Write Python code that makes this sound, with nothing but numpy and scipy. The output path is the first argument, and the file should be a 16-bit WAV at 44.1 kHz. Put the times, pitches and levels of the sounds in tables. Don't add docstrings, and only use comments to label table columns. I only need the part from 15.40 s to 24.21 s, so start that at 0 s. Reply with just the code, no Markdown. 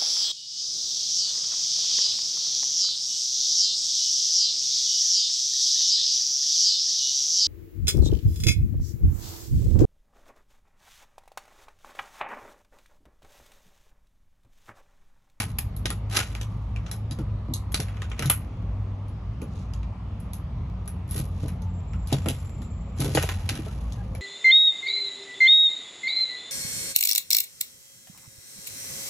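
import sys
import numpy as np
from scipy import signal
from scipy.fft import rfft, irfft, next_fast_len
from scipy.io import wavfile
from scipy.ndimage import uniform_filter1d

SR = 44100
rng = np.random.default_rng(int(sys.argv[2]) if len(sys.argv) > 2 else 0)


def waveform_to_disk(signal):
    frames = np.transpose(np.atleast_2d(signal))
    scaled = np.clip(frames, -1, 1) * 32767
    samples = np.round(scaled).astype(np.int16)
    wavfile.write(sys.argv[1], SR, samples)


N = 388521


def gain_of(db):
    return 10 ** (np.asarray(db) / 20)


def evened(x):
    return x / np.sqrt(np.mean(x ** 2, -1, keepdims=True) + 1e-20)


def read(points, hz):
    f, value = np.transpose(points)
    return np.interp(np.log(hz + 1), np.log(f + 1), value)


def smoothed_twice(x, size):
    return uniform_filter1d(uniform_filter1d(x, size=size), size=size)


def add(mix, start_s, sound):
    part = mix[:, round(start_s * SR):][:, :sound.shape[1]]
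    part += sound[:, :part.shape[1]]


def resonate(x, hz, width_hz):
    turn = np.exp(2j * np.pi * np.cumsum(hz * np.ones(x.shape[-1])) / SR)
    pole = np.exp(-np.pi * width_hz / SR)
    smooth = signal.lfilter([1 - pole], [1, -pole], x / turn + 1e-18)
    return 2 * (turn * smooth).real


def halo_around(noise, hz, width_hz):
    return evened(resonate(resonate(noise, hz, width_hz), hz, width_hz))


# f/Hz, level/dB (per Hz)
STREET_SPECTRUM = [(15, -84), (33, -29.5), (43, -6), (102, -5), (125, -12.5), (185, -14), (281, -26),
                   (330, -31.5), (1200, -35.5), (1520, -47), (2250, -47), (8000, -67), (11000, -65),
                   (13000, -100.5)]


def street():
    level_db, patch_db = -33.5, 1.35
    frames, hz = N // 512 + 5, np.fft.rfftfreq(2048, 1 / SR)
    a, b, c, d, patches = rng.standard_normal((frames, 1025, 5)).T
    patches = uniform_filter1d(patches, 20, 0)
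    patches = evened(uniform_filter1d(patches, 12, 1))
    spectrum_db = read(STREET_SPECTRUM, hz)[:, None] + patch_db * patches
    spectra = np.array([a + 1j * b, c + 1j * d]) * gain_of(spectrum_db)
    sound = signal.istft(spectra, nperseg=2048, noverlap=1536)[1][:, :N]
    return gain_of(level_db) * evened(sound)


# t/s, f/Hz, level/dB (before the shares of tone and halo)
ENGINE_ORDERS = [
    [(0, 54.82, -35), (8.81, 56.38, -33.5)],
    [(0, 102.3, -31.5), (1.7, 106.9, -33.5), (1.95, 100.2, -30), (5.4, 97.38, -38.5), (5.7, 88.95, -34.5),
     (8.1, 89.8, -32), (8.3, 103.1, -42), (8.81, 106.4, -28)],
    [(5.3, 180.4, -43.5), (7.5, 176.6, -43.5)],
]


def drone(rows, steady=.65, width_hz=8.0):
    s, hz, db = np.transpose(rows)
    t = np.arange(N) / SR
    hz = np.interp(t, s, hz)
    halo = halo_around(rng.standard_normal(N), hz, width_hz)
    tone = np.sqrt(2) * np.sin(2 * np.pi * np.cumsum(hz) / SR)
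    level = gain_of(np.interp(t, s, db, -120, -120))
    return level * (steady * tone + 0.5 * halo)


# f/Hz, level/dB (per Hz)
METAL_COLOUR = [(500, -7.5), (1000, -12), (2500, -6.5), (4000, -5.5), (6500, -4.5), (8500, -8.5),
                (10000, 0.5), (11000, 1), (12000, -10), (12800, -21), (16000, -46)]


def metal_bands(x, body_db, fizz_db):
    size = next_fast_len(x.shape[1] + 512)
    hz = np.fft.rfftfreq(size, 1 / SR)
    spectrum = rfft(x, size) * gain_of(read(METAL_COLOUR, hz))
    above_3k, above_9k = [1 / (1 + (edge / (hz + 1)) ** 12) for edge in (3000, 9000)]
    shares = (1 - above_3k, above_3k - above_9k, above_9k)
    bands = [irfft(spectrum * share, size)[:, :x.shape[1]] for share in shares]
    return sum(gain_of(db) * evened(band) for db, band in zip((body_db, 0, fizz_db), bands))


# (to fall 90 dB under a click, 120 dB under a scrape)
LOCK_MODES = [(820, -3, .1), (1050, -3, .07), (1290, 0, .1), (1500, 0, .08), (1880, -1, .045),
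              (2370, -6, .05), (2800, -5, .05), (3500, -3, .06), (3950, -1, .06), (5500, -5, .05),
              (6500, -3, .05), (10800, -5, .07), (11090, -4, .07)]


def catch_ring(catches):
    t = np.arange(round(.05 * SR)) / SR
    ring = 0
    for hz, db, decay_s in LOCK_MODES:
        mode = gain_of(db - 120 * t / decay_s) * np.exp(2j * np.pi * hz * t)
        struck = catches * (rng.random(len(catches)) < .4)
        ring = ring + signal.oaconvolve(struck, mode)[:len(catches)]
    return evened(np.array([ring.imag, ring.real]))


# start t/s, rise t/s, fall t/s,
# top level/dB (3-9 kHz), fizz level/dB re that, lock body level/dB re that
SCRAPES = [(0, 0.00038, 0.095, -36, 4, 3.5), (0.696, 0.082, 0.084, -29.5, -3, 1.5),
           (0.819, 0.051, 0.39, -56, -2.5, 5), (1.3, 0.25, .03, -63, -6, 6),
           (2.378, 0.024, 1, -64, -6, 10.5), (2.761, 0.052, 0.23, -50.5, -9.5, 11),
           (4.049, 0.14, 0.13, -58.5, -13.5, -12.5), (5.675, 0.099, 0.099, -43, 8, -2),
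           (5.85, 0.19, 0.16, -57, -5, -1), (6.658, 0.071, 0.21, -48.5, -6, 4.5),
           (6.799, 0.1, 0.25, -52.5, 3.5, 1.5), (7.559, 0.058, 0.27, -42, -0.5, -0.5),
           (7.7, 0.056, 0.31, -38, -1.5, 2.5), (7.85, 0.32, 0.23, -52.5, -0.5, 6),
           (8.2, 0.063, 0.8, -58.5, -2, 1)]


def scrape(rise, fall, top_db, fizz_db, body_db):
    ends_db, bend = -23, 1.01
    catches_per_s, ring_db = 450, -8.5
    t = np.arange(round(.8 * SR)) / SR
    away = np.where(t < rise, 1 - t / rise, (t - rise) / fall)
    stroke = gain_of(top_db + ends_db * away ** bend)
    sizes = gain_of(3.0 * np.minimum(rng.exponential(1, len(t)), 2.5))
    catches = sizes * (rng.random(len(t)) < catches_per_s / SR)
    blurred = signal.lfilter([1], [1, -np.exp(-1 / (.002 * SR))], catches)
    grain = .8 + uniform_filter1d(blurred, size=20)
    rustle = rng.standard_normal((2, len(t))) * evened(grain)
    rasp = rustle + gain_of(ring_db) * catch_ring(catches)
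    return stroke * metal_bands(rasp, body_db, fizz_db)


def tinted(x):
    spread_db, width_hz = 3.0, 600
    size = x.shape[1]
    hills = evened(smoothed_twice(rng.standard_normal(size // 2 + 1), width_hz * size // SR))
    return irfft(rfft(x) * gain_of(spread_db * hills), size)


# t/s, rms level/dB (3-9 kHz),
# lock body level/dB re that, fizz level/dB re that, strongest ring f/Hz
CLICKS = [(0.004, -52, 6, 2, 820), (0.185, -49.5, 0.5, 10.5, 2800), (0.364, -66.5, -24, 12.5, 1290),
          (0.4557, -43, 1, -8.5, 1640), (0.5026, -51.5, 5.5, 7, 1560), (0.7674, -37.5, -2, -3, 1260),
          (0.7996, -49.5, 8, -14, 1500), (0.95, -58, 6.5, -5, 1900), (1.0119, -54, 0.5, -6, 2340),
          (1.3605, -66, 11.5, -11.5, 2450), (1.463, -63, 4.5, -32, 1500), (1.513, -52.5, -2.5, 5, 4030),
          (1.71, -55, -5, -0.5, 4450), (1.7872, -66, 5, -2, 1263), (2.1365, -44.5, -45, -1.5, 6500),
          (2.32, -64, -2, 12.5, 1290), (2.3424, -39.5, -2, -2.5, 4100), (2.4009, -48, -2.5, 1, 5560),
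          (2.483, -70, 11.5, 1, 3500), (2.57, -75.5, 15, -12, 5400), (2.6187, -57.5, 8, -11, 1350),
          (2.699, -70, -20, -1, 6504), (2.715, -62.5, 11, -25, 1300), (2.7926, -48.5, 2, -3, 1700),
          (2.823, -53.5, 9.5, 2.5, 1506), (2.8572, -49.5, -16, 1.5, 1540), (2.8981, -42, 4.5, 14, 1330),
          (3.682, -80.5, -9, 9, 6500), (4.0162, -67, 6, 5, 1290), (4.335, -61.5, -6, -9, 2376),
          (4.43, -73, 9, -21.5, 2370), (4.8014, -77, -13, 12.5, 1290), (4.933, -60.5, -9, 8.5, 6500),
          (5.456, -75.5, -10, -3.5, 6500), (5.4764, -64.5, 1.5, 15.5, 1260), (5.7094, -64, -23, 17.5, 1290),
          (6.081, -64, 3.5, 7, 1880), (6.219, -68, -21.5, -2.5, 6500), (6.5333, -71, 12, -10, 1400),
          (6.672, -61.5, -23, 5, 2800), (6.7263, -44, -9, -3.5, 3600), (6.8582, -58, 9.5, -4, 1540),
          (6.885, -46, -1, 3, 6500), (7.218, -67.5, 2.5, -3, 1500), (7.6022, -51, -30, 6.5, 6545),
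          (7.644, -55.5, -0.5, 5, 1484), (7.7489, -42.5, -5, 2, 2760), (7.7724, -49.5, 13, -17, 1880),
          (7.8256, -49, 3, 4, 1049), (7.889, -49.5, 6.5, -4, 1014), (8.09, -43, -0.5, -4, 1160),
          (8.1527, -57, -3, 0, 1298), (8.5218, -59.5, -33, -9, 6400), (8.75, -65, 6.5, 5, 2400)]


def click(level_rms_db, body_db, fizz_db, ring_hz):
    t = np.arange(round(.22 * SR)) / SR
    hz, db, decay_s = np.transpose(LOCK_MODES)[:, :, None]
    chance = rng.standard_normal((3, len(LOCK_MODES), 1))
    near_db = 9.0 * np.exp(-(np.log(hz / ring_hz) / .15) ** 2)
    level_db = db + near_db + 2.5 * chance[0]
    sagging_t = t * (1 - 1.2 * t)
    turn = 2 * np.pi * hz * (1 + 0.03 * chance[1]) * sagging_t + 9 * chance[2]
    modes = (gain_of(level_db - 90 * t / decay_s) * np.exp(1j * turn)).sum(0)

    unevenness = evened(uniform_filter1d(rng.standard_normal(len(t)), size=120))
    clatter = gain_of(4.0 * unevenness)
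    crack = np.exp(-((t - .0015) / 0.0018) ** 2)
    rattle = clatter * gain_of(-7.5 - 60 * t / 0.14)
    tail = gain_of(-12.0 - 60 * t / 0.28)

    shake = rng.standard_normal(len(t)) * (crack + 2 * rattle)
    ring = signal.oaconvolve(shake / np.linalg.norm(shake), modes)[:len(t)]
    noise = tinted(rng.standard_normal((2, len(t)))) * (crack + rattle + tail)
    blow = noise + gain_of(-10.0) * np.array([ring.imag, ring.real])
    blow = blow * np.minimum(t / 0.0012, 1) * (1 - t / t[-1])
    return gain_of(level_rms_db) * metal_bands(blow, body_db, fizz_db)


# f/Hz, level/dB (relative, before the struck spot is raised)
PANEL_MODES = [(260, 3), (310, 7), (440, 6), (520, 3), (640, 5), (770, 1)]
# t/s, peak level/dB of the knock,
# boom level/dB re that (before its fade), decay t/s (60 dB, of the push), strongest mode f/Hz
THUMPS = [(0.452, -31.5, -2, 0.086, 452), (1.713, -30.5, 1, 0.11, 256), (1.787, -25, 1, 0.13, 294),
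          (2.086, -27, -1.5, 0.24, 278), (2.396, -27, 3, 0.08, 454), (2.801, -28.5, 3, 0.14, 530),
          (2.855, -29, 16, 0.082, 303), (4.021, -28.5, -15, 0.12, 425.3), (5.754, -27, 0.5, 0.19, 395),
          (5.796, -28.5, 10.5, 0.087, 308), (6.034, -24.5, -3, 0.17, 414), (6.724, -14.5, 1.5, 0.12, 590),
          (6.859, -18, -3.5, 0.19, 544), (7.595, -21, 1, 0.23, 360), (7.645, -20.5, -10, 0.13, 468),
          (7.687, -22.5, 2.5, 0.21, 440), (7.75, -15, 0.5, 0.049, 308), (7.773, -11, -2.5, 0.049, 560),
          (7.837, -22, 4.5, 0.04, 785), (7.89, -29.5, -16, 0.1, 428), (8.115, -27.5, -1, 0.21, 269),
          (8.191, -22.5, -9, 0.13, 313), (8.265, -32, -9, 0.087, 655), (8.745, -36, -9, 0.05, 640)]


def thump(peak_db, boom_db, t60, mode_hz):
    boom_hz = 136
    t = np.arange(2 ** 14) / SR
    f = np.fft.rfftfreq(len(t), 1 / SR)
    swell = gain_of(-60 * t / t60) * np.minimum(t / (0.091 * t60), 1)
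    onset = 2.1 * np.exp(-t / 0.0019)
    push = rng.standard_normal((2, len(t))) * (swell + onset)
    panel = 0
    for hz, db in PANEL_MODES:
        near_db = 8.4 * np.exp(-(np.log(hz / mode_hz) / 0.22) ** 2)
        ratio = f / hz
        panel = panel + gain_of(db + near_db) / (1 - ratio ** 2 + .13j * ratio) * ratio
    softness = (1 + 1j * f * t60 / 23.0) ** 2
    knock = irfft(rfft(push) * panel / softness)
    knock = knock / abs(knock).max(1, keepdims=True)
    boom = gain_of(boom_db - 60 * t / (1.94 * t60)) * np.sin(2 * np.pi * boom_hz * t)
    return gain_of(peak_db) * (knock + boom * np.minimum(t / 0.01, 1))


# start t/s, end t/s, f/Hz (at the start, before slipping),
# level/dB (before the shares of tone and halo)
SQUEAKS = [(6.16, 6.40, 890, -56), (8.26, 8.305, 1335, -48), (8.36, 8.50, 1108, -56.5),
           (8.57, 8.64, 810, -52), (8.575, 8.625, 1620, -54), (8.63, 8.85, 528, -53)]


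def squeak(length, hz, db):
    noise, t = rng.standard_normal((2, SR // 2)), np.arange(SR // 2) / SR
    halo = halo_around(noise, hz, width_hz=14)
    slip = evened(smoothed_twice(noise[0], 900))
    turn = 2 * np.pi * np.cumsum(hz * (1 - .06 * t + .008 * slip)) / SR
    tone = np.sqrt(2) * gain_of(2.5 * slip[::-1]) * np.sin(turn)
    fade = np.clip(4 * np.minimum(t, length - t) / length, 0, 1)
    return gain_of(db) * (.75 * tone + .6 * halo) * fade


# t/s, f/Hz, level/dB (before the shares of tone and halo)
WHISTLE = [(6.25, 7320, -71.5), (6.37, 7370, -63), (6.8, 7285, -59), (7.25, 7320, -54.5), (7.6, 7310, -61)]


def whistle():
    return drone(WHISTLE, steady=.2, width_hz=43.0)


def scene():
    mix = street() + sum(drone(rows) for rows in ENGINE_ORDERS)
    for s, *row in SCRAPES:
        add(mix, s, scrape(*row))
    for s, *row in CLICKS:
        add(mix, s, click(*row))
    for s, *row in THUMPS:
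        add(mix, s, thump(*row))
    for s, end, *row in SQUEAKS:
        add(mix, s, squeak(end - s, *row))
    return mix + whistle()


# f/Hz, level/dB (gain of the unlike channel)
SCATTER = [(60, -34), (200, -25), (380, -12), (650, -4), (1900, -8), (3000, 0), (5000, -2), (6000, -10),
           (8000, -14), (9300, -28), (13000, -20), (15500, -6)]
# f/Hz, lead/rad
LEFT_LEAD = [(0, 0), (1500, -.2), (2100, .4), (3300, -.6), (4800, -2.1), (5900, 0), (9300, 3.14),
             (12700, 6.28), (15300, 9.2)]


def record(dry):
    size = next_fast_len(N + 4096)
    hz = np.fft.rfftfreq(size, 1 / SR)
    alike, unlike = rfft(dry, size)
    alike = alike / np.sqrt(1 + (40 / (hz + 1)) ** 8)
    unlike = unlike * gain_of(read(SCATTER, hz))
    half_lead = np.exp(.5j * np.interp(hz, *np.transpose(LEFT_LEAD)))
    left, right = (alike + unlike) * half_lead, (alike - unlike) / half_lead
    ports = irfft(np.array([left, right]), size)[:, :N]
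    band_limit = signal.firwin(511, 16000, window=("kaiser", 9), fs=SR)
    return signal.oaconvolve(ports, band_limit[None], "same")


dry = scene()
out = record(dry)
waveform_to_disk(out)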